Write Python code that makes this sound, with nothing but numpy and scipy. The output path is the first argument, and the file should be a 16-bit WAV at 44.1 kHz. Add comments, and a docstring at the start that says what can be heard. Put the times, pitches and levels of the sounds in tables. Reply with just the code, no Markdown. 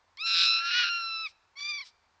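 """Fox screaming at night

On a wooded slope, a few metres from a small camera, a fox screams, then gives a shorter, cleaner cry.
A slower second vibration in the throat shakes its high voice and turns the tone into a rasp.
Each call ends in a puff of air; the ground and the trees return a faint echo over a quiet hiss."""
import sys
import numpy as np
from scipy import signal
from scipy.fft import rfft, irfft
from scipy.io import wavfile
from scipy.ndimage import uniform_filter1d

SR = 44100
rng = np.random.default_rng(int(sys.argv[2]) if len(sys.argv) > 2 else 0)


def output_pcm(signal):
    """Save a mono or channel-first signal as 16-bit PCM at the path in sys.argv[1].

    Samples are clipped to [-1, 1] before scaling.
    """
    pcm = np.clip(np.atleast_2d(signal).T, -1, 1) * 32767
    wavfile.write(sys.argv[1], SR, np.round(pcm).astype(np.int16))


N = 97020

# Resonances of the mouth. 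Each row: frequency in Hz, gain in dB.
MOUTH_EQ = [(560, -47.5), (860, -20), (1050, -7), (1330, 0), (1700, 2.5), (2050, -4.5), (2500, 0.5),
            (3300, -2.5), (4000, 1.5), (5500, -3), (6300, -14), (7300, 0), (8600, -19)]
# Tone of the breath. Each row: frequency in Hz, relative level in dB.
BREATH_EQ = [(300, -35), (900, -17.5), (1500, -8.5), (2500, -5), (4200, 4.5), (5400, 5.5), (6400, -7.5),
             (7500, -11), (8800, -20.5)]


def amp(db):
    """Decibels to gain."""
    return 10 ** (np.asarray(db) / 20)


def unit(x):
    """Scales to rms 1."""
    return x / np.sqrt(np.mean(x ** 2) + 1e-20)


def clock():
    """Time of every sample in seconds."""
    return np.arange(N) / SR


def curves(table):
    """Automation curves: each column joined by straight lines over the times in the first."""
    times, *columns = np.transpose(table)
    return [np.interp(clock(), times, column) for column in columns]


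def colour(x, eq):
    """Equalises by a curve of (Hz, dB) points."""
    hz, db = np.transpose(eq)
    gain_db = np.interp(np.log(np.fft.rfftfreq(N, 1 / SR) + 1), np.log(hz), db)
    return irfft(rfft(x) * amp(gain_db), N)


def drift(top_hz):
    """Random wander of rms 1, rolled off above top_hz."""
    rolloff = 1 + (np.fft.rfftfreq(N, 1 / SR) / top_hz) ** 4
    return unit(irfft(rfft(rng.standard_normal(N)) / rolloff, N))


def night_hiss():
    """A steady bed of night air and microphone hiss."""
    # Tone of the bed. Each row: frequency in Hz, relative level in dB.
    hiss_eq = [(15, -46.5), (25, -9), (59, -6), (92, -2.5), (120, -15), (327, -16), (439, -12.5),
               (547, -13), (938, -4), (1010, -5.5), (1730, -10.5), (3040, -19), (4080, -17), (6990, -24),
               (8710, -38), (11300, -62.5), (19200, -120)]
    return amp(-70) * unit(colour(rng.standard_normal(N), hiss_eq))


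def tick_and_puffs():
    """Air leaves the mouth: a tick as the throat opens for the scream, a puff as each call stops."""
    # Closing breaths. Each row: centre in seconds, half length in seconds, level in dB.
    puffs = [(1.291, 0.025, -57), (1.867, 0.029, -53.5)]
    t, tick_s, decay_s = clock(), 0.172, 0.0023
    tick = amp(-41) * (t > tick_s) * np.exp(-abs(t - tick_s) / decay_s)
    swell = sum(amp(db) * np.exp(-((t - centre) / half) ** 2) for centre, half, db in puffs)
    air = unit(colour(rng.standard_normal(N), BREATH_EQ))
    return colour(tick * air, MOUTH_EQ) + swell * air


def throat_rasp(table):
    """The slower vibration: in each cycle the pitch climbs, the folds choke, and both snap back."""
    shut_s, reopen_s, uneven_db = 0.0018, 0.00025, 3
    rate, swing, closure, irregular = curves(table)
    turns = np.cumsum(rate * np.exp(irregular * drift(top_hz=218.8))) / SR
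    cycle, closure = turns % 1, np.clip(closure, 0, 1)
    swing = swing * (1 + 0.25 * np.cos(2 * np.pi * turns / 3))  # a lilt over every three cycles
    jitter = 0.91 * irregular * drift(top_hz=700)
    bend = swing * (2 * cycle - 1 + jitter)
    shut = np.exp(-((1 - cycle) / rate / shut_s) ** 2) + np.exp(-(cycle / rate / reopen_s) ** 2)
    droop = np.exp(-9.8 * swing * closure * cycle)  # wide swings fade soon after the folds open
    choke = 1 - (1 - closure * np.minimum(shut, 1)) * droop
    strength = amp(uneven_db * irregular * closure * drift(top_hz=111))
    return bend, choke, strength


def vocal_folds(pitch, dynamics, upper_db, rasp, breath_db):
    """Harmonics of the folds, shaken by the rasp and coloured by the mouth, with air pulsing along."""
    # Catches where the treble sags, all within the cry. Each row: centre in seconds, dip in dB.
    catches = [(1.639, -9), (1.674, -6), (1.729, -10), (1.807, -7)]
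    attack_s, release_s, catch_s, waver_hz = 0.003, 0.005, 0.005, 59
    t, (hz,), (level, middle, treble) = clock(), curves(pitch), curves(dynamics)
    start, end = dynamics[0][0], dynamics[-1][0]
    gate = np.clip((t - start) / attack_s + 1, 0, 1) * np.exp(-np.maximum(t - end, 0) / release_s)
    bend, choke, strength = throat_rasp(rasp)
    phase = 2 * np.pi * np.cumsum(hz * (1 + bend + 0.0034 * drift(waver_hz))) / SR
    phase += 1.6 * bend * drift(top_hz=600)  # wide swings scatter the timing of the folds
    treble = treble + sum(db * np.exp(-((t - centre) / catch_s) ** 2) for centre, db in catches)
    crowding = np.exp(4.6 * bend)  # crowded pulses strengthen the fundamental
    harmonics = [(0, (1 - 0.35 * choke) * crowding), (middle, 1 - 0.75 * choke)]
    harmonics += [(treble + db, 1 - choke) for db in upper_db]
    voice, power = np.zeros(N), np.zeros(N)
    for k, (db, opening) in enumerate(harmonics, 1):
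        pulsing = opening / np.sqrt(uniform_filter1d(opening ** 2, size=700) + 1e-6)
        shimmer_db = k * 0.2155 * drift(waver_hz)
        envelope = gate * strength * pulsing * amp(level + db + shimmer_db)
        flicker = 1 + 0.19 * k / len(harmonics) * drift(top_hz=425)
        voice -= np.sqrt(2) * envelope * flicker * np.cos(k * phase)
        power += envelope ** 2
    breath = amp(breath_db) * unit(colour(rng.standard_normal(N), BREATH_EQ)) * np.sqrt(power)
    return colour(voice, MOUTH_EQ) + breath


def scream():
    """The long first call, torn into a rasp as the folds choke hard."""
    # Pitch line. Each row: time in seconds, pitch in Hz.
    pitch = [(0.175, 1031), (0.201, 1217), (0.241, 1352), (0.399, 1341), (0.571, 1341), (0.699, 1391),
             (0.779, 1467), (0.869, 1399), (1.239, 1310), (1.259, 1266), (1.28, 1075)]
    # Loudness and brightness at the folds. Each row: time in seconds, level of the fundamental in dB,
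    # then second harmonic and treble, both in dB above it.
    dynamics = [(0.175, -54.5, 5, -1), (0.213, -52.5, 14, 15.5), (0.235, -43, 7, 2), (0.265, -41, 6.5, 10),
                (0.433, -37.5, 7, 14.5), (0.577, -37.5, 6.5, 8), (0.625, -35, -1.5, -7.5),
                (0.655, -34.5, -3, -1), (0.725, -36.5, 4, 2.5), (0.749, -30, 1, -1), (0.795, -29, 3, -0.5),
                (0.851, -33.5, 2, -1), (0.863, -35.5, 2.5, 1.5), (0.955, -38, 4.5, -1),
                (1.061, -38, -5, -1), (1.095, -41.5, 3, 2), (1.229, -43, 2, 3.5), (1.27, -46, 12.5, 4)]
    # Harmonics from the third up, in dB against the treble level.
    upper_db = [-1.5, -3, -19.5, -33]
    # Throat vibration. Each row: time in seconds, rate in Hz, swing as a share of the pitch,
    # closure from 0 to 1, irregularity from 0 to 1.
    rasp = [(.258, 225, 0.0011, 0.26, 0.1), (.266, 222, 0.072, 0.3, 0.21), (.33, 196.2, 0.084, .8, 0.02),
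            (.365, 163.4, 0.14, 0.8, 0.15), (.445, 159.7, 0.14, .5, .2), (.485, 108.6, 0.044, 0.87, 0.01),
            (.585, 120.7, 0.047, 0.6, 0.01), (.617, 296.1, 0.072, 0, .05), (.68, 320.2, 0.12, 0.1, 0.03),
            (.695, 237.5, 0.089, 1, 0.36), (.735, 297.9, 0.18, 0.7, 0.1), (.75, 443.8, 0.17, 0.6, 0.05),
            (.825, 448.4, 0.25, 0.4, 0), (.84, 376.3, 0.13, 1, 0.5), (.858, 148.9, 0.085, 0.8, .3),
            (.889, 142.7, 0.12, 0.5, .3), (.9, 342.5, 0.035, 0, 0.3), (.98, 338.3, 0.034, 0, 0),
            (1.02, 275.6, 0.019, 0.07, 0.3), (1.25, 270.2, 0.014, 0.25, 0)]
    return vocal_folds(pitch, dynamics, upper_db, rasp, breath_db=-27)


def cry():
    """The short second call, cleaner because the throat's vibration is mostly shallow."""
    # Pitch line, dynamics, upper harmonics and throat vibration, with the same columns as in the scream.
    pitch = [(1.558, 1074), (1.59, 1163), (1.598, 1147), (1.7, 1204), (1.76, 1154), (1.772, 1187),
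             (1.8, 1078), (1.81, 1163), (1.832, 987), (1.845, 1012)]
    dynamics = [(1.558, -65.5, 11.6, 0.67), (1.572, -51.5, 4.2, 1.8), (1.59, -57.5, 13.5, 15.6),
                (1.614, -49, 3.8, 12), (1.632, -57, 18.5, 23), (1.704, -47, 12.8, 13.3),
                (1.768, -57, 21.3, 17.8), (1.798, -46.5, 5.8, 5.5), (1.81, -49, 12.6, 8.7),
                (1.84, -58.5, 2.8, 1.3)]
    upper_db = [-6.5, -3, -6.5, -19, -43]
    rasp = [(1.596, 508, 0.02, 0.07, 0.54), (1.603, 422, 0.087, 1, .4), (1.61, 513, 0.0059, 0.023, 0.21),
            (1.67, 594.6, 0.018, .1, 0.084), (1.8, 559, 0.0059, 0.0454, 0.26),
            (1.812, 395, 0.024, 0.13, 0.41), (1.83, 500, 0.007, 0.078, 0.21)]
    return vocal_folds(pitch, dynamics, upper_db, rasp, breath_db=-24)


def treble_fade(voice):
    """The top treble fades in the course of each call and lifts again towards its end."""
    # A moving high shelf. 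Each row: time in seconds, gain in dB.
    shelf_db = [(.47, 0), (.53, -7.5), (.8, -24), (1.2, -12), (1.58, -1.5), (1.72, -12.5), (1.78, -30),
                (1.85, 5)]
    shelf_hz = 6590
    highpass = 1 - 1 / (1 + (np.fft.rfftfreq(N, 1 / SR) / shelf_hz) ** 40)
    top = irfft(rfft(voice) * highpass, N)
    return voice + top * (amp(curves(shelf_db)[0]) - 1)


def echo(x, delay_s, t60_s, db):
    """Sparse reflections that die away."""
    t = np.arange(SR) / SR
    taps = rng.choice([-1., 1.], SR) * (rng.random(SR) < 1 / 20)
    taps *= (t > delay_s) * np.exp(-np.log(1000) * t / t60_s)
    return amp(db) * signal.fftconvolve(x, taps / np.linalg.norm(taps))[:N]


def scene():
    """The two calls and their echoes over the hiss, in mono."""
    fox = treble_fade(scream() + cry()) + tick_and_puffs()
    ground = echo(fox, delay_s=0.003, t60_s=0.096, db=-13)
    trees = echo(fox, delay_s=0.039, t60_s=0.92, db=-33)
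    return (fox + ground + trees + night_hiss())[None]


def record(dry):
    """The camera's band limit, a steep low-pass."""
    cutoff_hz = 8800
    taps = signal.firwin(511, cutoff_hz, window=("kaiser", 9), fs=SR)
    return signal.oaconvolve(dry, taps[None], "same")


dry = scene()
out = record(dry)
output_pcm(out)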